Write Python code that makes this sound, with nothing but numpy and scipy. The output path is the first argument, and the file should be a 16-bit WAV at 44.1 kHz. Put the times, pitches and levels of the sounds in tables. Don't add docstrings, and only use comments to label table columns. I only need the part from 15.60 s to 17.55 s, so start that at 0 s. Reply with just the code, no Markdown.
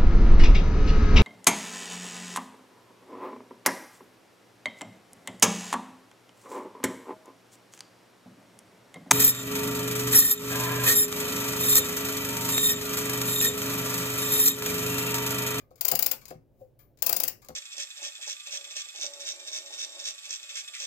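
import sys
import numpy as np
from scipy import signal
from scipy.fft import rfft, irfft
from scipy.io import wavfile

SR = 44100
rng = np.random.default_rng(int(sys.argv[2]) if len(sys.argv) > 2 else 0)


def materialize(psi):
    bounded = np.clip(np.atleast_2d(psi).T, -1, 1)
    quanta = np.round(bounded * 32767).astype(np.int16)
    wavfile.write(sys.argv[1], SR, quanta)


N = 85995
TIME = np.arange(N) / SR


def from_db(db):
    return 10 ** (np.asarray(db) / 20)


def unit_energy(x):
    return x / np.sqrt(np.sum(x ** 2) + 1e-20)


def at_hz(points, hz, column=1):
    points = np.array(points)
    return np.interp(np.log(np.maximum(hz, 1)), np.log(points[:, 0]), points[:, column])


def through(x, response):
    return signal.fftconvolve(x, response)[:N]


def add(track, start_s, sound):
    start = max(int(start_s * SR), 0)
    track[start:start + len(sound)] += sound[:N - start]


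def colour(points, size=4096):
    gain = from_db(at_hz(points, np.linspace(0, SR / 2, size // 2 + 1)))
    cepstrum = irfft(np.log(gain))
    return unit_energy(irfft(np.exp(rfft(2 * cepstrum[:size // 2], size))))


def ring(modes, scatter_db=0):
    t = TIME[:SR // 2]
    out = 0
    for k, (hz, db, t60) in enumerate(modes):
        envelope = from_db(db + scatter_db * rng.normal() - 60 * t / t60)
        out += (-1) ** k * envelope * np.sin(2 * np.pi * hz * t)
    return out


def push(soft_s):
    force = TIME[:512] * np.exp(-TIME[:512] / soft_s)
    return force / force.sum()


def chatter(envelope, contacts_per_s=2500, grain_db=-0.5):
    size = len(envelope)
    strength = np.interp(TIME[:size] * contacts_per_s, np.arange(size), rng.standard_normal(size))
    burst = envelope * from_db(grain_db * strength) * rng.standard_normal(size)
    return unit_energy(burst) * np.sqrt(np.sum(envelope ** 2))


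# frequency in Hz, relative level in dB.
AIR_SPECTRUM = [(25, -7.5), (42, -1), (60, 0.5), (85, -4), (120, 6.5), (170, -9.5), (330, -9.5),
                (540, -8.5), (800, -22), (1200, -33), (3000, -40.5), (8000, -47.5), (15500, -41.5)]

def air(level_db=-62.5, side_db=-8.5):
    mid, side = (through(rng.standard_normal(N), colour(AIR_SPECTRUM)) for _ in range(2))
    return from_db(level_db) * (mid + from_db(side_db) * side * np.array([[1], [-1]]))


def diffuse(t60, build_s=0.0014):
    t = TIME[:SR // 2]
    envelope = (1 - np.exp(-t / build_s)) * from_db(-60 * t / t60)
    return unit_energy(envelope * rng.standard_normal(len(t)))


# frequency in Hz, left gain in dB, right gain in dB,
# T60 (time to fall by 60 dB) in seconds.
ROOM_BANDS = [(200, -17, -14.5, 0.73), (650, -10, -20, 0.21), (1680, -19.5, -18.5, 0.22),
              (2543, -13, -13.5, 0.25), (3500, -18.5, -19.5, 0.098), (5140, -10, -18, 0.24),
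              (7100, -12, -21.5, 0.19), (8230, -19, -36, 0.21), (10600, -16.5, -20.5, 0.15),
              (12400, -10.5, -22, 0.22), (15200, -3, -22, .16)]

def room(channel):
    out, edges = 0, np.geomspace(150, 17000, 25)
    for low, high in zip(edges, edges[1:]):
        hz = np.sqrt(low * high)
        band = signal.butter(2, [low, high], "band", fs=SR, output="sos")
        tail = diffuse(t60=at_hz(ROOM_BANDS, hz, -1))
        out += from_db(at_hz(ROOM_BANDS, hz, 1 + channel)) * signal.sosfilt(band, tail)
    return out


# frequency in Hz, relative gain in dB.
NEAR_PATH = [(150, -29.5), (600, -12), (1300, -24), (1750, -20.5), (2500, -11.5), (3500, -17.5), (4800, -7),
             (5900, -10.5), (7100, -3.5), (8300, -13.5), (10200, -9.5), (12500, -3.5), (15500, 4.5)]
FAR_PATH = [(150, -52), (600, 0.5), (1250, -14), (1700, -8.5), (2500, 0), (3500, -3.5), (4800, 2),
            (7200, -7.5), (8300, -59), (10200, -28), (12200, 6), (15500, 3.5)]

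def metal_path(metal, channel, near_db=4.5, far_db=-18.5, far_lag_s=.0005):
    out = through(metal, room(channel))
    if channel == 0:
        near = through(metal, colour(NEAR_PATH))
        out += from_db(near_db) * near
        add(out, .0145, from_db(-14.5) * near)
    else:
        add(out, far_lag_s, from_db(far_db) * through(metal, colour(FAR_PATH)))
    return out


def wood_path(wood, channel, wrap_hz=100, room_db=-10.5, far_db=-7, far_lag_s=.0003):
    out = signal.sosfilt(signal.butter(1, wrap_hz, fs=SR, output="sos"), wood)
    above_bass = wood - out
    reflections = from_db(room_db) * through(above_bass, diffuse(t60=.28))
    add(out, far_lag_s * channel, from_db(far_db * channel) * (above_bass + reflections))
    return out


# frequency in Hz, relative level in dB, T60 in seconds.
CASE_MODES = [(279.3, -15, 0.55), (374.7, -13.5, 0.18), (438, -12, .12), (512, 1, 0.14), (608, -3, 0.099),
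              (708, -2.5, 0.093), (769.4, -2, 0.13), (943, -14, .05), (1110, -7, 0.1), (1265, 0, .07),
              (1339, -1.5, 0.09)]

def struck_case(centre_hz, width_octaves=0.92):
    modes = [(hz, db - 6 * (np.log2(hz / centre_hz) / width_octaves) ** 2, t60)
             for hz, db, t60 in CASE_MODES]
    return through(ring(modes, scatter_db=2.5), push(soft_s=0.0001))


# frequency in Hz, relative level in dB.
FRICTION_SPECTRUM = [(200, -2), (400, 0), (520, 10.5), (760, -1), (950, -21), (2000, -35.5)]
# peak time in seconds, level in dB,
# time constant of rise and fall in seconds, hiss level in dB.
FINGER_RUBS = [(1.015, -39.5, 0.009, -67.5)]

def rubbing(direct_db=-5.5):
    out = np.zeros(N)
    for peak_s, db, swell_s, _ in FINGER_RUBS:
        swell = np.exp(-np.abs(TIME - peak_s) / swell_s)
        force = unit_energy(through(swell * rng.standard_normal(N), colour(FRICTION_SPECTRUM)))
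        rub = unit_energy(through(force, ring(CASE_MODES))) + from_db(direct_db) * force
        out += from_db(db) * unit_energy(rub) * np.sqrt(np.sum(swell ** 2))
    return out


def skin_hiss(swell_s=0.043):
    return sum(from_db(hiss_db) * np.exp(-np.abs(TIME - peak_s) / swell_s) * rng.standard_normal(N)
               for peak_s, _, _, hiss_db in FINGER_RUBS)


# frequency in Hz, relative level in dB, T60 in seconds.
ROCKING_MODES = [(64.4, -16.5, .4), (105.5, -12.5, 0.1), (157.4, -1.5, 0.19), (234.4, -3.5, .18),
                 (272, -5.5, 0.45)]
# frequency in Hz, relative level in dB.
CRUNCH_SPECTRUM = [(120, -15.5), (300, -5.5), (750, 4.5), (1000, -3.5), (1300, 0), (2200, -8), (3500, -28),
                   (8000, -45.5)]
# start in seconds, level in dB, centre of the blow in Hz,
# thud level in dB, crunch level in dB.
LOAD_KNOCKS = [(.110, -49, 624, -68, -71), (.320, -27.5, 900, -40, -24), (.334, -35, 670, -40, -29),
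               (.709, -35.5, 430, -45, -39.5), (.722, -42.5, 465, -65, -50), (.752, -51.5, 300, -45.5, -61),
               (1.495, -35.5, 820, -55.5, -37.5), (1.509, -41, 820, -60, -33),
               (1.889, -42, 530, -43, -47.5), (1.903, -41, 398, -44, -44.5)]

def knocks(crunch_s=0.0053):
    out, t = np.zeros(N), TIME[:SR // 10]
    for start_s, db, centre_hz, thud_db, crunch_db in LOAD_KNOCKS:
        add(out, start_s, from_db(db) * struck_case(centre_hz))
        thud = through(ring(ROCKING_MODES, scatter_db=4.0), push(soft_s=0.00074))
        add(out, start_s, from_db(thud_db) * thud)
        crunch = through(chatter(np.exp(-t / crunch_s)), colour(CRUNCH_SPECTRUM))
        add(out, start_s, from_db(crunch_db) * crunch)
    return out


# frequency in Hz, relative level in dB, T60 in seconds.
PLATE_MODES = [(1102.4, 0, .09), (1210, 0, 0.054), (1680, -3.5, 0.028), (2083, -6.5, 0.035),
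               (2360, -7, 0.028), (3120, 1, 0.005)]
# start in seconds, level in dB, decay constant in seconds,
# low-pass cutoff in Hz, clank level in dB.
ARBOR_TICKS = [(.001, -52.5, 0.016, 6800, -43), (0.1066, -52.5, 0.018, 5150, -58),
               (0.1573, -44, 0.0082, 9350, -48), (0.1782, -50.5, 0.019, 7000, -46.5),
               (0.614, -38, 0.019, 4000, -43), (0.6548, -27, 0.0046, 7050, -48),
               (.681, -33, 0.013, 7000, -47.5), (.690, -43, .005, 7000, -52),
               (.7044, -31, 0.0075, 5040, -37), (1.1917, -51.5, 0.023, 7020, -44.5),
               (1.3733, -40.5, .007, 3060, -59), (1.3876, -42.5, 0.019, 3500, -70),
               (1.8186, -40, 0.02, 4000, -40), (1.8475, -39.5, 0.0048, 12100, -63),
               (1.859, -42.5, 0.011, 4000, -54), (1.8858, -26.5, 0.0043, 7300, -35)]
# start in seconds, level in dB.
RELEASE_PINGS = [(.001, -70), (1.19, -56.5)]

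def key(ring_hz=14830, ring_t60_s=.28):
    out, t = np.zeros(N), TIME[:SR // 5]
    for start_s, db, decay_s, cutoff_hz, clank_db in ARBOR_TICKS:
        lowpass = signal.butter(1, cutoff_hz, fs=SR, output="sos")
        tick = chatter(np.exp(-t / decay_s))
        add(out, start_s, from_db(db) * signal.sosfilt(lowpass, tick))
        add(out, start_s, from_db(clank_db) * through(tick, unit_energy(ring(PLATE_MODES))))
    for start_s, db in RELEASE_PINGS:
        add(out, start_s, ring([(ring_hz, db, ring_t60_s)]))
    return out


# frequency in Hz, gain in dB, T60 in seconds.
BRASS_MODES = [(2566, -58.5, 0.011), (4750, -56, 0.03), (5060, -47, 0.041), (6880, -56, .09),
               (7280, -54, .08), (11559, -63, .12), (13700, -55.5, .12), (14400, -55.5, 0.14),
               (15520, -54, .09)]

def movement(contacts):
    return contacts + through(contacts, ring(BRASS_MODES))


# start in seconds, level in dB, treble gain in dB, delay of
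# the hardest strike in seconds, time until the chatter decays in seconds, level in the case in dB.
PAWL_SNAPS = [(.2095, -21.5, 3, 0.0004, 0.0056, -46), (.2490, -16.5, 2, 0.0053, .0052, -40.5),
              (.2812, -14.5, 0, 0.0042, 0.0063, -41), (.3143, -14.5, 1, 0.0045, 0.0054, -33.5),
              (.3521, -15.5, 0.5, 0.0032, 0.0052, -39.5), (.3902, -13, -1.5, 0.0036, .0044, -36.5),
              (.4242, -14.5, 0, 0.0042, 0.0058, -37.5), (.4615, -15, 2, 0.0028, 0.0052, -36),
              (.5125, -13.5, -3.5, 0.0045, 0.0064, -39), (1.4220, -14.5, 0, 0.0016, 0.0049, -39.5),
              (1.4628, -13.5, -1, .0034, 0.0067, -41.5), (1.4925, -15, 1, 0.0052, 0.0054, -34),
              (1.5266, -13.5, 1.5, 0.0011, 0.0033, -33.5), (1.5638, -20.5, 5, 0.0036, 0.0063, -39),
              (1.6002, -13, -2.5, 0.0036, 0.004, -37), (1.6346, -18.5, 4, 0.0027, 0.0051, -39),
              (1.6784, -17.5, -0.5, 0.0053, 0.0054, -44)]

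def pawl(rise_s=0.00057, fall_s=.003, strike_db=-8, strike_s=0.00036):
    out, t = np.zeros(N), TIME[:SR // 20]
    highpass = signal.butter(1, 3000, "high", fs=SR, output="sos")
    for start_s, db, treble_db, delay_s, hold_s, _ in PAWL_SNAPS:
        envelope = np.minimum(t / rise_s, 1) * np.exp(-np.maximum(t - hold_s, 0) / fall_s)
        strike = from_db(strike_db) * np.exp(-np.abs(t - delay_s) / strike_s)
        snap = chatter(envelope + strike)
        treble_shelf = (from_db(treble_db) - 1) * signal.sosfilt(highpass, snap)
        add(out, start_s, from_db(db) * (snap + treble_shelf))
    return out


def pawl_in_case():
    out = np.zeros(N)
    for start_s, *_, case_db in PAWL_SNAPS:
        add(out, start_s, from_db(case_db) * struck_case(centre_hz=780))
    return out


def scene():
    metal = movement(pawl() + key() + skin_hiss())
    wood = pawl_in_case() + knocks() + rubbing()
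    out = air()
    for channel in range(2):
        out[channel] += metal_path(metal, channel) + wood_path(wood, channel)
    return out


def record(dry, cutoff_hz=15850):
    return signal.sosfilt(signal.ellip(10, .3, 70, cutoff_hz, fs=SR, output="sos"), dry)


dry = scene()
out = record(dry)
materialize(out)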